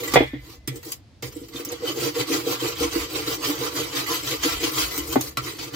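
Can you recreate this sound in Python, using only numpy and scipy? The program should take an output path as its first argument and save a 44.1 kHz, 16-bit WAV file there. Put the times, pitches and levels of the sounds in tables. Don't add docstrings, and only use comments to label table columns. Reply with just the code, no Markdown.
import sys
import numpy as np
from scipy import signal
from scipy.fft import rfft, irfft, next_fast_len
from scipy.io import wavfile
from scipy.ndimage import uniform_filter1d, map_coordinates

SR = 44100
rng = np.random.default_rng(int(sys.argv[2]) if len(sys.argv) > 2 else 0)


def wrap_up_sound(samples):
    columns = np.atleast_2d(samples).T
    tamed = np.clip(columns, -1, 1)
    steps = np.round(tamed * 32767).astype(np.int16)
    wavfile.write(sys.argv[1], SR, steps)


N = 253575

# frequency in Hz, width in Hz, relative level in dB.
TUB_MODES = [(127.7, 31, -7.5), (274, 34, -1.5), (290.6, 24, 6.5), (328, 40.2, 7), (472.2, 28.3, 3.5),
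             (594, 65, -15.5), (780, 74, -17)]
# frequency in Hz, side minus mid in dB.
SIDE_SPECTRUM = [(80, -5.5), (180, -26), (350, -10.5), (700, -3), (2000, -3), (15000, 1)]
# time in seconds, gain in dB.
UPPER_GAIN = [(2.4, 2), (3.6, 3.5), (4.6, 0)]


def amp(db):
    return 10 ** (np.asarray(db) / 20)


def unit(x):
    return x / np.sqrt(np.mean(x ** 2) + 1e-20)


def along(points, hz):
    f, v = np.transpose(points)
    return np.interp(np.log(hz + 1), np.log(f + 1), v)


def curves(rows):
    s, *columns = np.transpose(rows)
    return [np.interp(np.arange(N) / SR, s, column) for column in columns]


def wobble(rate):
    knots = rng.standard_normal(int(N * rate / SR) + 4)
    return map_coordinates(knots, [np.arange(N) * rate / SR])


def filtered(x, response):
    m = next_fast_len(N + SR // 2)
    return irfft(rfft(x, m) * response(np.fft.rfftfreq(m, 1 / SR)), m)[..., :N]


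def resonant(modes):
    def response(f):
        total = 0
        for k, (centre, width, db) in enumerate(modes):
            damping = 1j * f * width
            total = total + (-1) ** k * amp(db) * damping / (centre * centre - f * f + damping)
        return total
    return response


def coloured(x, spectrum):
    return unit(filtered(x, lambda hz: amp(along(spectrum, hz))))


def bursts(times, levels_db, t60s, rise):
    env, t = np.zeros(N + SR), np.arange(SR // 2) / SR
    for s, db, t60 in zip(times, levels_db, t60s):
        decay = amp(db - 60 * t / max(t60, .005))
        env[round(s * SR):][:len(t)] += decay * (1 - np.exp(-t / rise))
    return env[:N]


def strokes():
    # fastest moment in seconds, speed-up in seconds, slow-down in seconds,
    # hiss level in dB, hub scrape in dB over hiss, tub boom in dB over hiss.
    stroke_rows = [(0.06, 0.45, 0.16, -39.5, 2, 9), (0.521, 0.092, 0.045, -49, 0.5, 5.5),
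                   (0.762, 0.051, 0.034, -49.5, -2, 11), (0.884, 0.051, 0.065, -39.5, -6, -1),
                   (1.26, 0.02, 0.03, -41, -7, 9), (1.402, 0.1, 0.097, -50.5, 0, 8),
                   (1.579, 0.044, 0.038, -41, 1.5, 3), (1.72, 0.085, 0.069, -46, 6.5, 9),
                   (1.891, 0.052, 0.032, -36, 5, 12), (2.036, 0.074, 0.059, -30, 2, 8.5),
                   (2.211, 0.056, 0.028, -32, 4.5, 9.5), (2.332, 0.059, 0.08, -32.5, 3.5, 8),
                   (2.513, 0.06, 0.044, -31.5, 3.5, 8), (2.666, 0.075, 0.066, -34.5, 2.5, 8.5),
                   (2.831, 0.051, 0.042, -30, 2.5, 5.5), (2.989, 0.086, 0.063, -33, 4, 4),
                   (3.174, 0.067, 0.064, -34.5, 4, 7), (3.32, 0.067, 0.05, -32, 4, 6.5),
                   (3.483, 0.062, 0.062, -30, 2.5, 5.5), (3.64, 0.06, 0.051, -32.5, 3.5, 5.5),
                   (3.799, 0.057, 0.062, -30.5, 2.5, 3.5), (3.997, 0.079, 0.039, -33, 5, 6),
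                   (4.134, 0.068, 0.063, -30, 3, 0), (4.305, 0.064, 0.055, -30.5, 3, 4.5),
                   (4.477, 0.056, 0.093, -29.5, 3.5, 2), (4.651, 0.049, 0.049, -31.5, 4, 6),
                   (4.805, 0.064, 0.043, -27.5, 1.5, 1), (4.975, 0.23, 0.051, -35, -0.5, 2.5),
                   (5.134, 0.08, 0.04, -35.5, -0.5, 5), (5.235, 0.041, 0.069, -37, -3.5, 5.5),
                   (5.479, 0.065, 0.056, -36, 3.5, 4), (5.629, 0.055, 0.078, -42, 4.5, 8.5),
                   (5.748, 0.019, 0.013, -40, 6.5, 14)]
    drop_db = 10
    scrape_follows, boom_follows = 0.89, 0.85
    s, rise, fall, db, scrape_db, boom_db = np.transpose(stroke_rows)[..., None]
    t = np.arange(0, N / SR + 1, 1 / 1000)
    side_s = np.where(t < s, rise, fall).clip(.005)
    fade_db = drop_db * ((t - s) / side_s) ** 2
    hissing = amp(db - fade_db).sum(axis=0)
    scraping = amp(db + scrape_db - scrape_follows * fade_db).sum(axis=0)
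    booming = amp(db + boom_db - boom_follows * fade_db).sum(axis=0)
    return curves(np.transpose([t, hissing, scraping, booming]))


def room():
    # frequency in Hz, relative spectral level in dB.
    room_spectrum = [(18, -47), (30, -9), (59, -4.5), (100, 6), (174, -9), (303, -6), (404, -20.5),
                     (632, -18), (1100, -28), (4780, -29.5), (16000, -56)]
    # time in seconds, level in dB about which it wavers.
    rumble_level = [(0.0, -70), (0.2, -32), (0.6, -52.5), (1.15, -70), (1.23, -55), (2.51, -61), (2.9, -40),
                    (3.17, -50), (3.81, -53.5), (5.25, -44.5), (5.41, -46), (5.75, -58)]
    room_db = -51
    mid, side = (coloured(rng.standard_normal(N), room_spectrum) for _ in range(2))
    side = amp(room_db) * filtered(side, lambda f: amp(along(SIDE_SPECTRUM, f)))
    rumble = coloured(rng.standard_normal(N), [(20, -26), (40, 3.0), (60, 13.0), (80, 9.0), (110, -49.5)])
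    rumble *= amp(curves(rumble_level)[0] + 5.4 * wobble(18))
    sway = unit(filtered(rng.standard_normal(N), lambda f: resonant(TUB_MODES[:1])(f) ** 2))
    sway *= amp(-22) * strokes()[2] ** 0.77
    mid = amp(room_db) * mid + rumble + sway
    return np.array([mid + side, mid - side])


def tub(x, hop=SR // 25):
    # frequency in Hz, t60 in seconds.
    echo_t60 = [(200, 0.099), (2000, 0.11), (12000, 0.053)]
    # frequency in Hz, gain of the echoes in dB.
    echo_share = [(200, -13), (1000, -7.5), (5000, -6), (13000, -4)]
    # time in seconds, left minus right in dB.
    place = [(0.2, -1.2), (1.2, -1), (3.7, -2), (4.6, 0), (5.3, 0), (5.75, -0.5)]
    # frequency in Hz, left minus right in dB.
    lean = [(500, 0), (1400, -1.5), (5000, 0.5), (9000, 3), (14000, 1.5)]
    paths, fade = np.zeros((2, N + SR)), np.hanning(2 * hop + 1)[:-1]
    padded = np.pad(x, (hop, 2 * hop))
    for at in range(0, N + hop, hop):
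        hz, t, z = signal.stft(rng.standard_normal((2, SR // 6)), SR, nperseg=128)
        tail = signal.istft(z * amp(-60 * t / along(echo_t60, hz)[:, None]), SR, nperseg=128)[1]
        tail = tail / np.linalg.norm(tail, axis=1, keepdims=True)
        piece = padded[at:][:2 * hop] * fade
        part = signal.fftconvolve(piece[None], tail, axes=1)
        paths[:, at:at + part.shape[1]] += part
    echo, across = paths[:, hop:hop + N]
    mid = 0.67 * x + filtered(echo, lambda f: amp(along(echo_share, f)))
    side = filtered(across, lambda f: amp(along(SIDE_SPECTRUM, f)))
    pan_db = curves(place)[0]
    pair = np.array([(mid + side) * amp(pan_db / 2), (mid - side) * amp(-pan_db / 2)])
    return filtered(pair, lambda f: amp(along(lean, f) / [[2], [-2]]))


def pings():
    # start in seconds, pitch in Hz, level in dB, t60 in seconds.
    ping_rows = [(.034, 2010, -26.5, 0.073), (.077, 1963, -29, .1), (.829, 1960, -44, 0.26),
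                 (1.56, 3604, -27, 0.05), (1.688, 6450, -27.5, .06), (1.874, 3050, -24, 0.15),
                 (4.062, 2034, -25.5, 0.14), (5.371, 1182, -24, 0.15), (5.371, 1360, -22.5, 0.087)]
    out, t = np.zeros(N + SR), np.arange(SR // 2) / SR
    for s, hz, db, t60 in ping_rows:
        drift = np.cumsum(rng.normal(0, 0.064, len(t)))
        tone = np.sin(2 * np.pi * hz * t + drift) * (1 - np.exp(-t / 0.00053))
        out[round(s * SR):][:len(t)] += amp(db - 60 * t / max(t60, .01)) * tone
    return out[:N]


def knocks():
    # time in seconds, relative levels of wood
    # crack in dB and thud in dB, thud brightness in dB per octave, relative levels of deep rocking in dB
    # and steel clang in dB, base t60 in seconds (scaled for crack and clatter).
    knock_rows = [(0.137, -22, -10.5, -4, -23.5, -21, 0.17), (0.158, -3.5, -13.5, 12, -12, -3, 0.078),
                  (.169, -12, -4, 16, -18, -39, 0.091), (0.204, -17, -7, 2, -33, -20, 0.2),
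                  (.334, -38, -17, -21.5, -31, -33.5, 0.21), (.677, -37.5, -15, -15.5, -25, -23, 0.092),
                  (1.226, -40, -25, 14.5, -30.5, -29, 0.14), (1.724, -36, -48, -2, -70, -31.5, .07),
                  (5.157, -3.5, -23, 6, -48, -18, 0.04), (5.162, -25, -5.5, -32.5, -25.5, -46, 0.081),
                  (5.372, -42, -23.5, -5, -27, -32, 0.22)]
    # frequency in Hz, relative level in dB, t60 in seconds.
    sheet = [(1773, -20, 0.73), (2030, -31, 1.56), (2318, -8.5, 0.28), (2477, -11, 0.31), (3390, -12, 0.35),
             (2060, -8, 0.18)]
    rock_s = 0.022
    soft_db = 13
    tub_middle_hz = 330
    s, db, thud_db, bright_db, rock_db, clang_db, t60 = np.transpose(knock_rows)
    low, wall, t = np.zeros(N + SR), np.zeros(N + SR), np.arange(SR) / SR
    rise = 1 - np.exp(-t / 0.0011)
    rock_hz = TUB_MODES[0][0]
    rock = np.sin(2 * np.pi * rock_hz * t) * t / rock_s * np.exp(1 - t / rock_s)
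    for k in range(len(s)):
        at = round(s[k] * SR)
        swell = 1 - np.exp(-t / (0.0016 * 2 ** ((thud_db[k] - db[k]) / soft_db)))
        thud = np.zeros(SR)
        for hz, width, level in TUB_MODES[1:]:
            tilt = (hz / tub_middle_hz) ** (bright_db[k] / (20 * np.log10(2)))
            gain = amp(level + rng.normal(0, 0.93)) * tilt
            thud += gain * np.sin(2 * np.pi * hz * t) * np.exp(-t * width * 1.13)
        thud_gain = amp(thud_db[k] - 9.5 - 60 * t / max(t60[k], .01))
        low[at:][:SR] += thud_gain * thud * swell + amp(rock_db[k]) * rock
        for hz, level, life in sheet:
            drift = np.cumsum(rng.normal(0, 0.016, SR))
            ring = np.sin(2 * np.pi * hz * t + drift) * rise
            wall[at:][:SR] += amp(clang_db[k] + level - 11.5 - 60 * t / life) * ring
    crack = coloured(rng.standard_normal(N), [(200, -18), (480, 8), (900, -3.0), (1300, -11),
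                                              (2500, -21.0), (4000, -61)])
    crack *= bursts(s, db - 1.5, t60 * 0.62, 0.000097)
    clatter = coloured(rng.standard_normal(N), [(900, -26), (1500, -17.5), (2100, -0.5), (2700, -16.0),
                                                (3400, -9.5), (6000, -33), (12000, -88.5)])
    clatter *= bursts(s, clang_db - 11.5, t60 * 1.65, 0.0004)
    return low[:N] + amp(1.3 * wobble(40)) * wall[:N] + crack + clatter


def thumps():
    # start in seconds, relative level in dB.
    thump_rows = [(1.358, -27), (1.414, -27), (1.546, -24), (1.595, -27.5), (1.667, -23), (1.725, -23.5),
                  (1.824, -22), (2.019, -18.5), (2.3, -15), (2.466, -15), (2.62, -17), (2.805, -15),
                  (2.847, -16.5), (2.957, -17.5), (3.271, -23), (3.611, -16), (3.797, -19.5), (4.447, -16),
                  (4.629, -18), (4.671, -19), (4.979, -22)]
    swell_s, modes_db, scatter_db = 0.0082, -12, 1.5
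    parts, t = np.zeros((3, N + SR)), np.arange(SR // 8) / SR
    hz, _, level = np.transpose(TUB_MODES[2:5])[..., None]
    swell = t / swell_s * np.exp(1 - t / swell_s)
    for (s, db), chance in zip(thump_rows, rng.standard_normal((len(thump_rows), 2, 3, 1))):
        gain = amp(db + modes_db + level + scatter_db * chance[0])
        tones = np.sin(2 * np.pi * hz * t + chance[1])
        parts[:, round(s * SR):][:, :len(t)] += gain * swell * tones
    return parts[0, :N] + parts[1, :N] + amp(curves(UPPER_GAIN)[0]) * parts[2, :N]


def slips(spread_db, clump_db, clump_rate):
    size_db = spread_db * rng.exponential(size=N).clip(0, 4.5)
    return unit(rng.standard_normal(N) * amp(size_db + clump_db * wobble(clump_rate)))


def patchy(x, depth_db):
    z = signal.stft(x, nperseg=256)[2]
    field = uniform_filter1d(rng.standard_normal(z.shape), size=5, axis=0)
    field = uniform_filter1d(field, size=9, axis=1)
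    return unit(signal.istft(z * amp(depth_db * unit(field)), nperseg=256)[1][:N])


def boom(push):
    lower = filtered(push, resonant(TUB_MODES[2:4]))
    upper = filtered(push, resonant(TUB_MODES[4:]))
    return lower + amp(curves(UPPER_GAIN)[0]) * upper


def brush():
    # time in seconds, hiss level in dB, scrape level in dB,
    # t60 in seconds.
    landings = [(.034, -35, -53, 0.081), (.077, -35, -41, 0.1), (.119, -33, -36, 0.072),
                (0.137, -16, -16.5, 0.067), (0.675, -27.5, -25.5, 0.067), (0.758, -40, -57, 0.085),
                (.829, -43.5, -47, 0.049), (0.919, -21.5, -65, 0.05), (1.224, -31.5, -25, 0.066),
                (1.323, -42, -62, 0.033), (1.366, -43, -57, 0.032), (1.484, -41.5, -44, 0.046),
                (1.534, -52, -44, 0.036), (1.649, -24.5, -53, 0.042), (1.719, -29, -49, 0.037),
                (4.063, -42, -37, 0.041), (4.433, -30, -24, 0.048), (4.628, -37, -37, 0.13),
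                (4.977, -23.5, -32.5, 0.064), (5.125, -32, -30, 0.11), (5.21, -25, -35, 0.039),
                (5.371, -27, -19.5, 0.055), (5.586, -45, -36, 0.062)]
    # frequency in Hz, width in Hz, relative level in dB.
    hub = [(1024, 75, 3), (1160, 130, 7.5), (1348, 29, 8), (2010, 87, 6), (2275, 61, -2), (3100, 180, 2),
           (3966, 53, 5), (4547, 254, 2.5)]
    # frequency in Hz, relative spectral level in dB.
    hiss_spectrum = [(2940, -15), (5000, -6.5), (7270, -3), (9650, -9.5), (11700, -6.5), (14700, -1.5),
                     (16000, -10)]
    scrape_spectrum = [(380, -30), (650, -4.5), (1110, -10), (1630, -6.5), (2020, -6), (2500, -1.5),
                       (6000, -6), (7800, -11.5), (13200, -120)]
    hissing, scraping, booming = strokes()
    s, hiss_db, hub_db, t60 = np.transpose(landings)
    rows = amp(1.04 * wobble(18))
    hiss = coloured(slips(spread_db=2.5, clump_db=1.5, clump_rate=220), hiss_spectrum)
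    hiss = patchy(hiss, depth_db=3.5)
    hiss *= hissing * rows + bursts(s, hiss_db, t60, 0.00015)
    ticks = slips(spread_db=2.5, clump_db=1.96, clump_rate=70)
    rings = sum(amp(1.84 * wobble(8)) * filtered(ticks, resonant([mode])) for mode in hub)
    scrape = patchy(coloured(ticks, scrape_spectrum) + amp(-2.5) * unit(rings), depth_db=1.5)
    scrape *= scraping * rows + bursts(s, hub_db, t60, 0.00072)
    push = slips(spread_db=1.5, clump_db=3.0, clump_rate=30)
    return hiss + scrape + amp(-1.5) * booming * unit(boom(push))


def scene():
    return tub(brush() + thumps() + knocks() + pings()) + room()


def record(dry):
    top_hz = 15850
    sound = filtered(dry, lambda hz: (1j * hz / (35 + 1j * hz)) ** 2)
    sound = sound / (1 + np.abs(sound / .97) ** 4) ** (1 / 4)
    return filtered(sound, lambda hz: 1 / (1 + (hz / top_hz) ** 300))


dry = scene()
out = record(dry)
wrap_up_sound(out)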